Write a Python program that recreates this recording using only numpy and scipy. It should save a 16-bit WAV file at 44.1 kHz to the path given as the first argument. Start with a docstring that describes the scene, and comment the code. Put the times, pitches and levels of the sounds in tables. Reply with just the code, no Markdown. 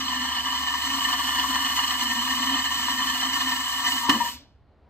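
"""In a garden, a cordless drill grinds a diamond core bit through the base of an upturned ceramic pot, a metre or two
from a phone. Random grit bites ring the pot's modes and throb once a turn, with sine tones locked to the motor;
filtered noise makes the dust and cooling-air hiss. The bit breaks through with a knock of half-sine blows, squeaks
in near-pure tones and runs down over a low sine hum and faint noise of garden air."""
import sys
import numpy as np
from scipy import signal
from scipy.fft import rfft, irfft
from scipy.io import wavfile
from scipy.ndimage import uniform_filter1d

SR = 44100
rng = np.random.default_rng(int(sys.argv[2]) if len(sys.argv) > 2 else 0)


def persist_wave(psi):
    """Save psi, clipped to +-1, as 16-bit WAV."""
    counts = np.round(np.clip(psi, -1, 1) * 32767).astype(np.int16)
    wavfile.write(sys.argv[1], SR, np.atleast_2d(counts).T)


N = 215693

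THROUGH_S, RELEASE_S = 4.09, 4.28  # the bit breaks through; the trigger is let go
GEAR_RATIO = 32 / 3  # motor turns per chuck turn
# the hollow's boom wavers as the hands rock the drill; its pitch dips after the breakthrough, then rises again:
# [start_s, pitch_hz, level_db against the cut]
HOLLOW_PATH = [(0, 260, 1), (.2, 252, 1), (.4, 260, -3), (.77, 257, -4), (.92, 276, 2), (1.1, 259, 1),
               (1.33, 256, -1), (1.56, 265, 4), (1.65, 262, -2), (1.93, 257, -4), (2.02, 246, 2),
               (2.17, 232, 1), (2.27, 258, 0), (2.53, 266, 5), (2.67, 258, -7), (2.77, 251, 1),
               (3.04, 256, 2), (3.16, 257, -5), (3.37, 266, 2), (3.6, 254, 0), (3.7, 262, -6),
               (3.9, 256, 0), (4.08, 262, -1), (4.1, 262, -2), (4.12, 244, -4), (4.16, 240, -5),
               (4.2, 236, -4), (4.32, 230, 3), (4.42, 270, 0)]


def pot(grind_db, hollow_db, turn, throb_db):
    """Bites, blows and catches ring the pot's modes; each hears them its own way and wanders as the hands rock."""
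    # modes of the pot, the hollow's air first: [pitch_hz, nominal width_hz, relative left_db, right_db,
    # lead_rad of the right side]
    pot_modes = [(258, 35, -38.7, -39.6, -0.15), (735, 55, -47.3, -51.9, -0.68),
                 (820, 50, -49.5, -54.4, -0.68), (965, 35, -36.4, -43.1, -0.42),
                 (1010, 40, -34.3, -39.4, -0.57), (1125, 45, -33.2, -44.6, 0.06),
                 (1190, 40, -37.1, -46.2, -0.47), (1355, 60, -48, -54, -0.01),
                 (1635, 50, -43.8, -50.7, -0.13), (1770, 30, -37.7, -39.7, 1.18),
                 (1820, 30, -34.4, -38.1, 0.39), (2000, 60, -45, -42, 0.23), (2065, 50, -48, -45, 0.1),
                 (2190, 90, -51, -48, -0.2), (2530, 70, -50.2, -45.4, -0.72),
                 (2930, 70, -35.4, -30.3, -2.02), (3040, 60, -34.5, -30.5, -2.02),
                 (3160, 40, -45.9, -42.5, -2.16), (3470, 50, -44.2, -41.8, -2.85),
                 (3590, 50, -50, -49.5, 2.99), (3710, 70, -49, -49, 1.5), (3920, 60, -48, -48, 1.5),
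                 (4040, 80, -46.4, -46.9, 2.31), (4195, 85, -43, -40.7, -0.91), (4310, 45, -45, -44, -3.03),
                 (4470, 60, -44.6, -46.5, 2.79), (4765, 50, -52.3, -47.5, 0.65),
                 (5050, 70, -47.4, -47.8, 2.8), (5780, 120, -44.0, -48.1, 2.21),
                 (6090, 60, -45.7, -52.4, 0.99), (6510, 60, -46.6, -52.7, 1.58),
                 (7310, 80, -49.4, -50.1, 0.88), (7510, 45, -49.8, -52.6, 0.51),
                 (7745, 55, -45.5, -46.3, 0.88)]
    coast_db, coast_db_per_s, coast_hz = -25, 72, 4000
    chatter_db, chatter_per_s = 1.8, 70
    boom_clean = 1.4  # size of the clean tone in the boom
    sway_s = 2.5e-5 * walk(3.66)  # hands and drill shift the path to one side

    bites, knock, grab = grit(2500, 3.7), blows(), catches(turn)
    hollow_hz = pot_modes[0][0]
    bend = np.exp(2j * np.pi * np.cumsum(curves(HOLLOW_PATH)[0] - hollow_hz) / SR)
    # the coasting bit still brushes the hole, brightest near coast_hz
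    coast_level_db = coast_db - coast_db_per_s * since(RELEASE_S) + 4 * walk(15)
    coast = (since(RELEASE_S) > 0) * undb(coast_level_db)
    # quick shudder shared by the wall modes, without slow swells
    shudder = walk(chatter_per_s)
    shudder_db = chatter_db * (shudder - uniform_filter1d(shudder, size=SR // 8))
    clean = boom_clean * undb(hollow_db) * np.exp(2j * np.pi * hollow_hz * since(0))
    clean = clean * (since(THROUGH_S) == 0)

    out = np.zeros((2, N))
    for hz, width, left_db, right_db, lead in pot_modes:
        is_hollow = hz < 400
        if is_hollow:
            drive_db, knock_db = hollow_db - 1.5, 44
        else:
            drive_db, knock_db = grind_db + shudder_db, 42
        throb = .5 * throb_db * np.cos(turn - .5 * rng.standard_normal())
        drive_db = drive_db + throb + .7 * walk(30)
        brush = coast / (1 + (np.log(hz / coast_hz) / 0.25) ** 2)
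        dust = rng.standard_normal(N)
        force = (0.47 * bites + 0.76 * dust) * (undb(drive_db) + brush)
        # a grab is a blunt push on the wall: lower modes take most of it, the air in the hollow none
        near = signal.butter(1, [hz / 1.25, hz * 1.25], "bandpass", fs=SR)
        push = signal.lfilter(*near, dust * undb(grind_db) * grab)
        jolt = (hz > 400) * push / (1 + (hz / 2200) ** 2)
        mode = ring(force + knock * undb(knock_db), jolt, hz, width)
        if is_hollow:
            mode = (mode + clean) * bend
        out[0] += undb(left_db) * mode.real
        out[1] += undb(right_db) * (mode * np.exp(1j * (lead + 2 * np.pi * hz * sway_s))).real
    return out


def grit(per_s, spread_db):
    """Dense bites of diamond grains as random-signed impulses, a few much harder than the rest; rms 1."""
    hardest = 4.5  # the hardest grain stands this many spreads above the softest
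    chance = rng.random((3, N))
    bite = chance[0] < per_s / SR
    sign = np.sign(chance[1] - .5)
    hardness = np.minimum(-np.log(1 - chance[2]), hardest)
    return unit(bite * sign * undb(spread_db * hardness))


def catches(turn):
    """Force envelope of the rim's high spot: a sudden grab once a turn, of random size, plus hard catches."""
    # hard catches of the rim while it cuts: [start_s, level_db before the force gain]
    hard_catches = [(0.122, -16), (0.528, -13), (0.986, -15), (1.1, -13), (1.291, -15), (1.441, -14),
                    (1.555, -6), (1.788, -13), (2.275, -15), (2.47, -14), (2.648, -15), (2.882, -7),
                    (3.474, -15), (3.513, -13)]
    force_gain_db = 21
    count = (turn / (2 * np.pi) + 0.28).astype(int)
    size_db = -10.5 + 5.1 * rng.standard_normal(count[-1] + 1)
    grabs = np.diff(count, prepend=count[0]) * undb(size_db)[count]
    for s, db in hard_catches:
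        grabs[int(s * SR)] += undb(db + force_gain_db)
    return signal.lfilter([1], [1, -np.exp(-1 / (.003 * SR))], grabs)  # each dies away over 3 ms


def blows():
    """Short half-sine pushes on the pot; a longer contact makes a duller blow."""
    # blows as the bit drops through: [start_s, relative level_db, contact_s]
    knocks = [(4.0937, 0.5, 0.00015), (4.102, -9.5, 0.0013), (4.107, -14, .0003), (4.124, -15, 0.00052),
              (4.139, -8.5, 0.00048), (4.16, -10.5, 0.00057)]
    force = np.zeros(N)
    for s, db, contact in knocks:
        phase = (np.arange(64) - s * SR % 1) / (contact * SR)
        push = np.sin(np.pi * np.clip(phase, 0, 1))
        force[int(s * SR):int(s * SR) + 64] += undb(db) * push / push.sum()
    return force


def ring(force, jolt, hz, width):
    """A mode as one complex pole used twice: steep skirts for a steady force; a jolt skips a stage, speaks at once."""
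    pole = np.exp(np.pi * (2j * hz - 1.34 * width) / SR)
    q = abs(pole) ** 2
    built = signal.lfilter([1], [1, -pole], force) + jolt * np.sqrt(1 + q) / (1 - q)
    level = np.sqrt(2 * (1 - q) ** 3 / (1 + q))  # evens out narrow and wide modes
    return level * signal.lfilter([1], [1, -pole], built)


def tones(turn, motor_hz, grind_db, hiss_db):
    """Clean lines locked to the speed: rim bumps, the motor's unbalance and the gear whine."""
    # the bit's uneven rim repeats its bumps every turn: [multiple of the chuck speed, relative level_db]
    rim_bumps = [(5, -65), (6, -64), (7, -58), (8, -63), (9, -51), (10, -41), (11, -54), (12, -61),
                 (13, -66)]
    motor_db, whine_db, pinion_order = -47, -49, 5  # before the level curves; whine cycles per motor turn
    hollow_hz, hollow_width_hz = 266.6, 21

    rim = sum(undb(db + 3.0 * walk(9)) * np.sin(k * turn + 1.0 * walk(6)) for k, db in rim_bumps)
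    # all three fade out in the last 14 ms before the rim leaves the ceramic
    cutting = np.clip((THROUGH_S - np.arange(N) / SR) / 0.014, 0, 1)
    # the motor is loudest where it meets the hollow's pitch
    booms = 1 / (1 + (2 * (motor_hz - hollow_hz) / hollow_width_hz) ** 2)
    motor = booms * undb(motor_db + 2.0 * walk(10.0)) * np.sin(GEAR_RATIO * turn)
    whine_level = undb(whine_db + hiss_db + 1.2 * walk(11))
    whine = whine_level * np.sin(pinion_order * GEAR_RATIO * turn)
    low = (rim * undb(-6.0) + motor) * undb(grind_db + curves(HOLLOW_PATH)[1])
    return np.sqrt(2) * cutting * (low * undb([[.5], [-.5]]) + whine * undb([[0], [-7]]))


def hiss(cut_db, hiss_db, turn, throb_db):
    """Rasp of dust that follows the cut, cooling air above it; turned in phase between the sides, partly unlike."""
    # hiss colour: [pitch_hz, relative level_db per Hz]
    hiss_shape = [(450, -30), (700, -10), (1500, -3), (2400, 1), (3500, 5), (5000, 5), (6800, 2), (8300, 7),
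                  (8650, -3), (8900, 6), (9500, 5), (10250, -9), (10700, -2), (11100, 1), (12500, -1),
                  (13800, 3), (14500, -4), (15200, 0)]
    # phase of the right side of the hiss against the left, by pitch: [pitch_hz, lead_rad of the right side]
    side_phase = [(100, -.1), (900, -.5), (1700, .4), (2400, -.5), (3000, -2), (4300, -3.4), (6000, -4.3),
                  (7000, -5.8), (8300, -5.2), (9200, -3.14), (11000, -3.14), (12300, 0), (14500, 0),
                  (15500, 3.14)]
    # the part that differs between the sides, before the hiss colour: [pitch_hz, relative level_db per Hz]
    unlike_shape = [(500, -12), (5000, -3), (8500, -4), (9300, -30), (10800, -30), (11500, -4),
                    (12400, -30), (14400, -25), (15000, -4)]
    rasp_db, cooling_db = -32.5, -33.5  # before the cut and hiss curves

    shared = rfft(.5 * grit(4000, 2.1) + rng.standard_normal(N))
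    own = rfft(rng.standard_normal((2, N))) * undb(spread(unlike_shape))
    sides = own + [shared, shared * np.exp(1j * spread(side_phase))]
    both = unit(irfft(sides * undb(spread(hiss_shape)), N))
    rasp = signal.sosfiltfilt(signal.butter(4, 6000, fs=SR, output="sos"), both)
    cooling = both - rasp
    flutter = undb(0.17 * throb_db * np.cos(turn) + 1.0 * walk(40))
    rasp_level = undb(rasp_db + 0.17 * cut_db + 0.42 * hiss_db)
    return flutter * (rasp * rasp_level + cooling * undb(cooling_db + hiss_db))


def squeaks():
    """Stick-slip locks on to one mode: a near-pure tone that swells, holds and rings out."""
    # the bit's wall squeaks in the hole: [start_s, length_s, pitch_hz, level_db of the left side's peak]
    squeak_list = [(4.03, 0.039, 944, -24.5), (4.084, 0.016, 958, -15.5), (4.202, 0.022, 955, -14.5),
                   (4.236, 0.039, 952, -24.5), (4.277, 0.023, 962, -34), (4.347, 0.024, 960, -50),
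                   (4.861, 0.033, 958, -60.5)]
    t, out = np.arange(N) / SR, np.zeros(N)
    for s, length, hz, db in squeak_list:
        swell = np.clip((t - s) / .005, 0, 1)
        ring_out = np.exp(-np.clip(t - s - length, 0, None) / .006)
        phase = 2 * np.pi * np.cumsum(hz * (1 + 0.0023 * walk(60))) / SR
        tone = np.sin(phase) + 0.042 * np.sin(2 * phase)
        out += undb(db + 0.49 * walk(83)) * swell * ring_out * tone
    return out * undb([[0], [-6.5]])


def clunk():
    """Each blow also cracks and shakes the table: a sharp snap, a short dull rattle and a thud."""
    t = np.arange(SR // 5) / SR
    band = signal.butter(2, [90, 800], "bandpass", fs=SR, output="sos")
    rattle = 0.23 * np.exp(-t / 0.01) * signal.sosfilt(band, rng.standard_normal(SR // 5))
    crack = 0.6 * np.exp(-t / 0.0098) * np.diff(rng.standard_normal(SR // 5 + 1))
    thud = 0.022 * np.exp(-t / 0.015) * np.sin(2 * np.pi * 140 * t)
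    thud += .08 * np.exp(-t / .008) * np.sin(2 * np.pi * 272 * t)
    thud += 0.012 * np.exp(-t / 0.02) * np.sin(2 * np.pi * 228 * t)
    return undb(-3.5) * signal.fftconvolve(blows(), rattle + crack + thud)[:N]


def loose_core():
    """The freed core rattles inside the pot: coloured random impacts that die away from the breakthrough."""
    level_db = -41 - 90 * since(THROUGH_S) + 3 * walk(37)
    shape = [(250, -26.5), (400, -2), (600, 2), (750, -1.5), (1100, -38.5)]
    return (since(THROUGH_S) > 0) * undb(level_db) * colour(grit(300, 1.8), shape)


def table_rumble(hollow_db):
    """The table under the pot rumbles: coloured grit bites that follow the hollow's level."""
    # rumble colour: [pitch_hz, relative level_db per Hz]
    rumble_shape = [(40, -24.5), (90, 9.5), (150, -23), (220, 20), (330, 20), (370, -32), (400, -72.5),
                    (450, -39), (600, 13.5), (700, -45.5)]
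    return colour(grit(880, 1.6), rumble_shape) * undb(hollow_db - 53.0)


def outdoor_tail(near):
    """Hedge and houses give a short dull tail: low-passed noise, unlike at each side, that decays 60 dB in 0.42 s."""
    t = np.arange(SR // 2) / SR
    tail = (t > .015) * np.exp(-np.log(1000) * t / .42) * rng.standard_normal((2, SR // 2))
    tail = signal.lfilter([.3], [1, -.7], tail) * undb(-48.5)
    return signal.fftconvolve(near, tail, axes=1)[:, :N]


def garden():
    """A low hum and faint patchy air, nearly the same at both sides; bass, middle and treble swell on their own."""
    # hum level: [start_s, level_db]
    hum_path = [(0, -50.5), (2.5, -52), (4, -56.5), (4.3, -57), (4.5, -62), (4.7, -72), (4.8, -61.5),
                (4.86, -69.5)]
    # garden air colour: [pitch_hz, relative level_db per Hz]
    air_shape = [(30, -24), (50, -2), (80, -2), (180, -13), (400, -15), (750, -17), (3300, -37),
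                 (4400, -38), (6000, -52), (12000, -64)]
    hum_hz, air_db = 70.6, -60  # air level before the band gains

    hum_level = undb(curves(hum_path)[0] + 1.0 * walk(12))
    hum = np.sqrt(2) * hum_level * np.sin(2 * np.pi * hum_hz * np.arange(N) / SR)
    mid, side = (colour(rng.standard_normal(N), air_shape) for _ in range(2))
    air = mid + .22 * side * np.array([[1], [-1]])
    bass, dull = (signal.sosfiltfilt(signal.butter(2, hz, fs=SR, output="sos"), air) for hz in (150, 900))
    middle, treble = dull - bass, air - dull
    bass_db, middle_db, treble_db = 2.5 * walk(16), 2 * walk(12), .8 * walk(6)
    patchy = bass * undb(3.5 + bass_db) + middle * undb(0.3 + middle_db) + treble * undb(-0.5 + treble_db)
    return hum + undb(air_db) * patchy


def undb(db):
    """Gain of a level in dB."""
    return 10 ** (np.asarray(db) / 20)


def unit(x):
    """Scaled to rms 1."""
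    return x / np.sqrt(np.mean(np.abs(x) ** 2))


def since(s):
    """Seconds gone since a moment; zero before it."""
    return np.clip(np.arange(N) / SR - s, 0, None)


def curves(table):
    """Columns of a table joined by straight lines in time."""
    s, *columns = np.transpose(table)
    return [np.interp(np.arange(N) / SR, s, c) for c in columns]


def walk(rate):
    """Random levels held 1 / rate s and slewed twice; rms 1."""
    k = int(SR / rate)
    steps = np.repeat(rng.standard_normal(N // k + 1), k)
    return unit(uniform_filter1d(uniform_filter1d(steps, k), k)[:N])


def spread(shape):
    """Points of pitch and value read at every frequency bin, straight on a log axis."""
    hz, value = np.transpose(shape)
    return np.interp(np.log(np.fft.rfftfreq(N, 1 / SR) + 1), np.log(hz), value)


def colour(x, shape):
    """Filter by points of pitch and dB; rms 1."""
    return unit(irfft(rfft(x) * undb(spread(shape)), N))


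def scene():
    """Drill, pot and garden: level and speed curves drive every layer, with a short dull tail behind."""
    # how hard the rim cuts and how loud the hiss is, against steady drilling: [start_s, cut_db, hiss_db]
    drill_path = [(0, 0, -7.5), (.74, -1.5, -6), (.97, 0.5, -1), (1.34, 1, 0.5), (1.8, 1, 0), (2.2, 0, -1),
                  (2.55, 2, -2.5), (2.78, 0, -1), (3.4, 1.5, -1), (3.52, 0.5, -0.5), (3.62, -2.5, -0.5),
                  (3.77, -1.5, -1.5), (3.86, 2, 2), (4.04, -2.5, 1), (4.07, -3.5, -8.5), (4.11, 1.5, 0),
                  (4.2, -2.5, -2.5), (4.27, -7, -2)]
    # motor speed before the run-down, bent by load and the hands' pressure: [start_s, turns_per_s]
    motor_path = [(0, 268), (.9, 276), (1.1, 287), (1.38, 282), (1.62, 288.5), (1.85, 288), (2.1, 270),
                  (2.2, 258), (2.75, 273), (2.95, 274), (3.1, 272), (3.4, 279), (3.5, 276), (3.65, 263),
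                  (3.85, 270), (4.26, 270)]
    # after the release the ring, dust and hiss die away and the motor slows
    ring_db_per_s, dust_db_per_s, slows_hz_per_s = 300, 69, 170
    hiss_db_per_s, hiss_cuts_s, hiss_cuts_db_per_s = 123, 4.342, 258
    # the air in the pot booms as the bit drops through, then fades
    hollow_rest_db, hollow_open_db, hollow_db_per_s = -7.5, 26.5, 110

    cut_db, hiss_db = curves(drill_path)
    grind_db = cut_db - ring_db_per_s * since(RELEASE_S)
    dust_db = cut_db - dust_db_per_s * since(RELEASE_S)
    hiss_db = hiss_db - hiss_db_per_s * since(RELEASE_S) - hiss_cuts_db_per_s * since(hiss_cuts_s)
    opened_db = hollow_open_db * (since(THROUGH_S) > 0) - hollow_db_per_s * since(THROUGH_S)
    hollow_db = cut_db + opened_db + curves(HOLLOW_PATH)[1]
    motor_hz = curves(motor_path)[0] - slows_hz_per_s * since(RELEASE_S)
    throb_db = 1 + .2 * np.clip(motor_hz - 270, 0, None)  # a faster bit wobbles more
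    turn = 2 * np.pi * np.cumsum(motor_hz / GEAR_RATIO) / SR  # chuck angle in radians

    rumble = table_rumble(hollow_db)
    near = pot(grind_db, hollow_rest_db + hollow_db, turn, throb_db)
    near += hiss(dust_db, hiss_db, turn, throb_db) + squeaks()
    near += loose_core()
    near += tones(turn, motor_hz, grind_db, hiss_db) + rumble + clunk()
    return near + outdoor_tail(near) + garden()


def record(dry):
    """The top is cut by a steep low-pass at 15720 Hz."""
    return signal.sosfilt(signal.ellip(14, .2, 80, 15720, fs=SR, output="sos"), dry)


dry = scene()
out = record(dry)
persist_wave(out)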